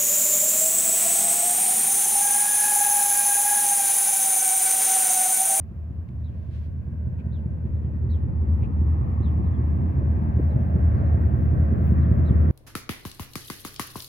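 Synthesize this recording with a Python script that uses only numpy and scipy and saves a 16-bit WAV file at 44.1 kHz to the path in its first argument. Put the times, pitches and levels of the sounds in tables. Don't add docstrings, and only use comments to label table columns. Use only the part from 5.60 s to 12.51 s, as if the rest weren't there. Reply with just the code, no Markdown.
import sys
import numpy as np
from scipy import signal
from scipy.fft import rfft, irfft, next_fast_len
from scipy.io import wavfile
from scipy.ndimage import uniform_filter1d, map_coordinates

SR = 44100
rng = np.random.default_rng(int(sys.argv[2]) if len(sys.argv) > 2 else 0)


def file_out(sig):
    cols = np.atleast_2d(sig).T
    lim = np.clip(cols, -1, 1)
    pcm = np.round(lim * 32767).astype(np.int16)
    wavfile.write(sys.argv[1], SR, pcm)


N = 304731
TIME = np.arange(N) / SR


def amp(db):
    return 10 ** (np.asarray(db) / 20)


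def unit(x):
    return x / np.sqrt(np.mean(x ** 2) + 1e-20)


def along(points, hz):
    point_hz, value = np.transpose(points)
    return np.interp(np.log(hz + 1), np.log(point_hz + 1), value)


def curves(rows):
    s, *columns = np.transpose(rows)
    return [np.interp(TIME, s, column) for column in columns]


def wobble(rate, size=N):
    knots = rng.standard_normal(int(size * rate / SR) + 4)
    return map_coordinates(knots, [TIME[:size] * rate])


def filtered(x, response):
    m = next_fast_len(N + 8192)
    gain = response(np.fft.rfftfreq(m, 1 / SR))
    return irfft(rfft(x, m) * gain, m)[..., :N]


def coloured(x, spectrum):
    return unit(filtered(x, lambda hz: amp(along(spectrum, hz))))


def noise(spectrum, channels=2):
    return coloured(rng.standard_normal((channels, N)), spectrum)


def band(hz, width_hz):
    response = lambda f: 1 / (1 + (2 * (f - hz) / width_hz) ** 4)
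    return unit(filtered(rng.standard_normal((3, N)), response))


def swell(s, db, half_s):
    return amp(db) * np.exp(-.5 * ((TIME - s) / half_s) ** 2)


def glide(hz):
    return np.sin(2 * np.pi * np.cumsum(hz) / SR)


def patchy(x, depth_db):
    z = signal.stft(x, nperseg=1024)[2]
    field = rng.standard_normal(z.shape[1:])
    field = uniform_filter1d(field, 6, 0)
    field = uniform_filter1d(field, 20, 1)
    z = z * amp(depth_db * unit(field))
    return unit(signal.istft(z, nperseg=1024)[1][:, :N])


# deepest_s [s], pitch_hz then [Hz], depth_db [dB], half_s, half length [s]
GROUND_DIPS = [(1.6, 300, 4.5, .6), (2, 720, 8.5, 1.5), (1.5, 1190, 6, 0.59), (1.35, 1570, -5.5, .45),
               (3.75, 1500, 9, 0.65), (3.7, 1130, -4, .6), (6.5, 860, 6, 1)]


def over_ground(x, patchy_db):
    slide_per_s, width_hz = .1, 81
    hz, t, z = signal.stft(patchy(x, patchy_db), SR, nperseg=1024)
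    for s, centre_hz, depth_db, half_s in GROUND_DIPS:
        offset = (hz[:, None] - centre_hz * np.exp(-slide_per_s * (t - s))) / width_hz
        nearness = np.exp(-.5 * (offset ** 2 + ((t - s) / half_s) ** 2))
        z = z * amp(-depth_db * nearness)
    return unit(signal.istft(z, SR, nperseg=1024)[1][:, :N])


# pitch_hz [Hz], share of power [0 to 1]
STRAIGHT_SHARE = [(60, .85), (150, 0.86), (400, 0.67), (1000, .68), (1500, 0.51), (2000, 0.24),
                  (3000, 0.16), (6000, 0.04)]


def from_track(paths):
    lead_ms, lead_ms_per_s = 0.2, 0.048
    share = lambda hz: np.clip(along(STRAIGHT_SHARE, hz), 0, 1)
    straight = filtered(paths[0], lambda hz: np.sqrt(share(hz)))
    lag = (lead_ms + lead_ms_per_s * TIME) * SR / 1000
    left, right = [map_coordinates(straight, [np.arange(N) + side * lag / 2], mode="nearest")
                   for side in (1, -1)]
    scattered = filtered(paths[1:], lambda hz: np.sqrt(1 - share(hz)))
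    return np.array([left, right]) + scattered


# [dB per Hz, relative]
AIR_COLOUR = [(100, 10), (700, 11.5), (1300, -1), (2500, 4), (3300, -7), (5000, -11.5), (8000, -15.5),
              (16000, -15.5)]


def yard_air():
    return amp(-67.5) * noise(AIR_COLOUR)


# peak_s [s], level_db [dB], half_s, half length [s]
GRAVEL_SCUFFS = [(0.49, -61.5, 0.0015), (0.853, -72.5, .2), (0.95, -64, 0.022), (0.996, -71, 0.026),
                 (1.053, -68, 0.017)]


def scuffs():
    grit = noise([(800, -2.5), (2000, 4.0), (4200, -2.5), (6000, -11.5), (7500, -16.5),
                  (10500, -17.0), (15000, -28.0)])
    return sum(swell(*row) for row in GRAVEL_SCUFFS) * grit


# peak_s [s], level_db [dB], half_s, half length [s]
HARSH_NOTES = [(0.488, -60, 0.0012), (1.601, -61, .011), (2.066, -69.5, 0.011), (3.04, -57.5, 0.017),
               (6.276, -61, 0.0058)]


def harsh_notes():
    harsh = noise([(1200, -36.5), (2100, -1.0), (2550, 8.5), (3000, -4.5), (3800, -12.5),
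                   (5000, -23.0), (7000, -23), (11000, -48)])
    harsh = unit(harsh * (1 + 0.5 * np.sin(2 * np.pi * 160 * TIME)))
    return sum(swell(*row) for row in HARSH_NOTES) * harsh


# start_s [s], pitch factor, first note's and second note's level_db [dB]
FAR_PHRASES = [(2.137, 0.92, -82, -76.5), (3.828, 1.02, -76, -72.5), (4.883, 1, -75.5, -74),
               (5.335, 1.27, -77.5, -80), (6.403, 0.96, -73, -87)]
# start_s within the phrase [s], first_hz and last_hz before the pitch factor [Hz],
# length_s [s]
FAR_NOTES = [(0, 4610, 2950, .074), (0.1, 3510, 2920, 0.055)]


def far_bird():
    song, t = np.zeros(N + SR), np.arange(SR // 8) / SR
    for s, pitch, *note_dbs in FAR_PHRASES:
        for db, (delay, first_hz, last_hz, length_s) in zip(note_dbs, FAR_NOTES):
            part = np.clip(t / length_s, 0, 1)
            hz = pitch * (first_hz + (last_hz - first_hz) * part) + 90 * wobble(230, size=len(t))
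            level = amp(db + 2.4 * wobble(100, size=len(t)))
            shape = level * np.sqrt(np.abs(np.sin(np.pi * part)))
            song[round((s + delay) * SR):][:len(t)] += shape * glide(hz)
    return song[:N]


# start_s [s], level_db, added to the whistle's [dB], pitch factor
NEAR_CALLS = [(0.635, -64, 0.94), (1.719, -59.5, 0.95), (2.495, -56.5, 0.99), (3.624, -58, 0.95),
              (6.651, -57.5, 0.95)]
# time_s from its start [s], pitch_hz before the call's factor [Hz],
# level_db, relative to the call [dB]
NEAR_WHISTLE = [(0, 3705, -13), (.014, 4410, -3), (.018, 4110, -11), (.022, 4030, -2.5), (.04, 3700, -7),
                (.073, 2936, -14), (.11, 2650, -43)]


def near_bird():
    song, t = np.zeros(N + SR), np.arange(SR // 8) / SR
    whistle_hz, whistle_db = [curve[:len(t)] for curve in curves(NEAR_WHISTLE)]
    for s, db, pitch in NEAR_CALLS:
        rasp_hz = rng.normal(230, 27) * (1 + .2 * wobble(90, size=len(t)))
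        rasp = glide(rasp_hz) * np.clip(t / 0.02, 0, 1) ** 2
        hz = pitch * whistle_hz + 150 * rasp + 55 * wobble(200, size=len(t))
        level = amp(db + whistle_db + 1.5 * wobble(86, size=len(t)))
        song[round(s * SR):][:len(t)] += level * (1 + 0.55 * rasp) * glide(hz)
    return song[:N]


def birds():
    song = near_bird() + far_bird()
    t = np.arange(SR // 8) / SR
    scatter = rng.standard_normal((2, len(t))) * amp(-60 * t / 0.22)
    scatter = scatter / np.linalg.norm(scatter[0])
    echo = signal.fftconvolve(song[None], scatter, axes=1)[:, :N]
    return (song + amp(-4.5) * echo) * amp([[-1], [1]]) + harsh_notes()


# time_s [s], level_db, before a common gain and the balance of the sides [dB]
SIZZLE_LEVEL = [(0.2, -89.5), (2.47, -90), (3.65, -83.5), (4.79, -81.5), (4.81, -76), (5.47, -80.5),
                (6.01, -74), (6.1, -82), (6.27, -70), (6.47, -77.5), (6.82, -76.5)]
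# [dB per Hz, relative]
SIZZLE_COLOUR = [(6000, -32.5), (9500, -21), (10800, -11.5), (11700, -17), (12700, -3.5), (14500, 0),
                 (15700, 1.5), (17000, -23.5)]


def rail_sizzle():
    level_db = curves(SIZZLE_LEVEL)[0] + 3.5 + 1.4 * wobble(18)
    sizzle = amp(level_db) * patchy(noise(SIZZLE_COLOUR), depth_db=1.1)
    return sizzle * amp([[-2], [1.6]])


# [dB, relative]
SINGING_BANDS = [(1577, 180, -0.5), (1854, 160, -1.5), (2500, 350, -12)]


def rail_song():
    song = sum(amp(db) * band(hz, width_hz) for hz, width_hz, db in SINGING_BANDS)
    song = amp(nearing(mean_db=-65, growth=0.98)) * over_ground(song, patchy_db=1.5)
    squeak = swell(6.69, db=-77, half_s=.03) * band(8150, width_hz=240)
    return from_track(song + squeak)


# peak_s [s], level_db [dB], half_s, half length [s]
TRAIN_KNOCKS = [(4.43, -36.5, 0.013), (4.797, -26, 0.0069), (5.17, -35, 0.02)]


def knocks():
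    thud = noise([(100, -25.0), (220, 1.0), (330, 2), (420, -8.5), (520, -2.5), (700, -24.5),
                  (1500, -48.5), (4000, -89)], channels=1)
    return sum(swell(*row) for row in TRAIN_KNOCKS) * thud


# [dB per Hz, relative]
WHEEL_COLOUR = [(400, -24), (750, -1), (1100, 5.5), (1400, -0.5), (1600, -2.5), (1900, -5), (2200, -10),
                (2700, -17), (3200, -24.5), (4200, -33.5), (6000, -39), (11000, -43.5), (16000, -63.5)]


def wheel_roar(wheel_db):
    level_db = wheel_db + 2.5 + 0.47 * wobble(6)
    return amp(level_db) * over_ground(noise(WHEEL_COLOUR, channels=3), patchy_db=0.3)


# [dB per Hz, relative]
FAN_COLOUR = [(120, -22.5), (250, -1.5), (330, -2), (450, -7), (600, -3.5), (750, -8.5), (1000, -14.5),
              (1600, -42), (3000, -76.5)]


def fan_rush():
    level_db = nearing(mean_db=-46.5, growth=1.25) + 0.14 * wobble(15)
    return amp(level_db) * over_ground(noise(FAN_COLOUR, channels=3), patchy_db=1.0)


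# [dB per Hz, relative]
RUMBLE_COLOUR = [(15, -12.5), (32, -16.5), (45, -15.5), (58, -3.5), (80, -1), (110, 2.5), (150, -7.5),
                 (250, -31), (900, -110)]


def rumble(drone_db):
    return amp(drone_db - 9) * noise(RUMBLE_COLOUR, channels=3)


# [dB per Hz, relative]
BARK_COLOUR = [(30, -39), (60, -8), (100, 0.5), (135, 1.5), (175, -2), (220, -2), (270, -11.5),
               (340, -16.5), (500, -27.5), (800, -56.5), (2000, -110)]


def bark(cycle_hz, uneven_db, fresh, cylinders=12):
    cycle = cycle_hz * TIME + 0.0012 * wobble(2.8)
    firing = cycle * cylinders
    strength = amp(uneven_db * rng.standard_normal(cylinders))
    strength = strength[np.floor(firing).astype(int) % cylinders]
    pattern = rng.standard_normal((3, 8192))
    place = (cycle % 1 * pattern.shape[1]).astype(int) % pattern.shape[1]
    turbulence = pattern[:, place] + fresh * rng.standard_normal((3, N))
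    puffs = strength * np.exp(-1.2 * (firing % 1)) * turbulence
    return coloured(puffs, BARK_COLOUR)


def exhaust_bark(front_hz, rear_hz, bark_db):
    puffs = bark(front_hz, uneven_db=3.0, fresh=0.74)
    puffs = puffs + amp(-3.0) * bark(rear_hz, uneven_db=0.0, fresh=.9)
    return amp(bark_db + 1.1) * over_ground(puffs, patchy_db=.5)


def drone(cycle_hz, orders, fade_db):
    turn = 2 * np.pi * cycle_hz * TIME
    total = np.zeros(N)
    for order, db in orders:
        level = amp(db + fade_db * wobble(1.5))
        phase = rng.uniform(0, 2 * np.pi) + 0.22 * wobble(2.4)
        total += level * np.sin(order * turn + phase)
    return total


# [dB, relative]
FRONT_LINES = [(12, -9.5), (15, -0.5), (16, -10.5), (17, -11.5), (18, -13.5), (19, -17), (23, -16.5),
               (26, -16.5), (30, -23), (34, -22), (43, -21.5)]
REAR_LINES = [(10, -22), (14, -8.5), (16, -10.5), (20, -13.5), (21, -17.5)]


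def exhaust_drone(front_hz, rear_hz, drone_db):
    lines = drone(front_hz, FRONT_LINES, fade_db=-1.0) + drone(rear_hz, REAR_LINES, fade_db=3.0)
    echoes = drone(front_hz, FRONT_LINES, fade_db=5.5)
    echoes = unit(echoes + amp(4.0) * drone(rear_hz, REAR_LINES, fade_db=4.0))
    return amp(drone_db) * (unit(lines) + amp(-14.5) * np.array([echoes, -echoes]))


# [dB, bark and wheels before their own gains]
APPROACH = [(0.15, -33, -42.5, -69.5), (0.75, -30.5, -40, -69), (1.15, -31.5, -38.5, -68.5),
            (1.45, -30.5, -32.5, -66.5), (2.2, -26.5, -32.5, -64), (3.1, -23.6, -31.5, -58.5),
            (3.5, -24.5, -30, -55.5), (4.15, -23, -28.5, -55), (4.8, -23, -28.6, -54.5),
            (5.35, -20.1, -27.5, -51), (5.85, -21.1, -26.5, -52.5), (6.65, -19, -24.8, -50.5)]


def nearing(mean_db, growth):
    train_db = np.mean(curves(APPROACH), axis=0)
    return mean_db + growth * (train_db - train_db.mean())


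def train():
    front_hz, rear_hz = 5.156, 5.338
    drone_db, bark_db, wheel_db = curves(APPROACH)
    lines = exhaust_drone(front_hz, rear_hz, drone_db)
    exhaust = rumble(drone_db) + exhaust_bark(front_hz, rear_hz, bark_db)
    return lines + from_track(exhaust + fan_rush() + wheel_roar(wheel_db))


def scene():
    background = yard_air() + scuffs() + birds()
    return background + rail_sizzle() + rail_song() + knocks() + train()


def record(dry):
    return filtered(dry, lambda hz: hz < 15750)


dry = scene()
out = record(dry)
file_out(out)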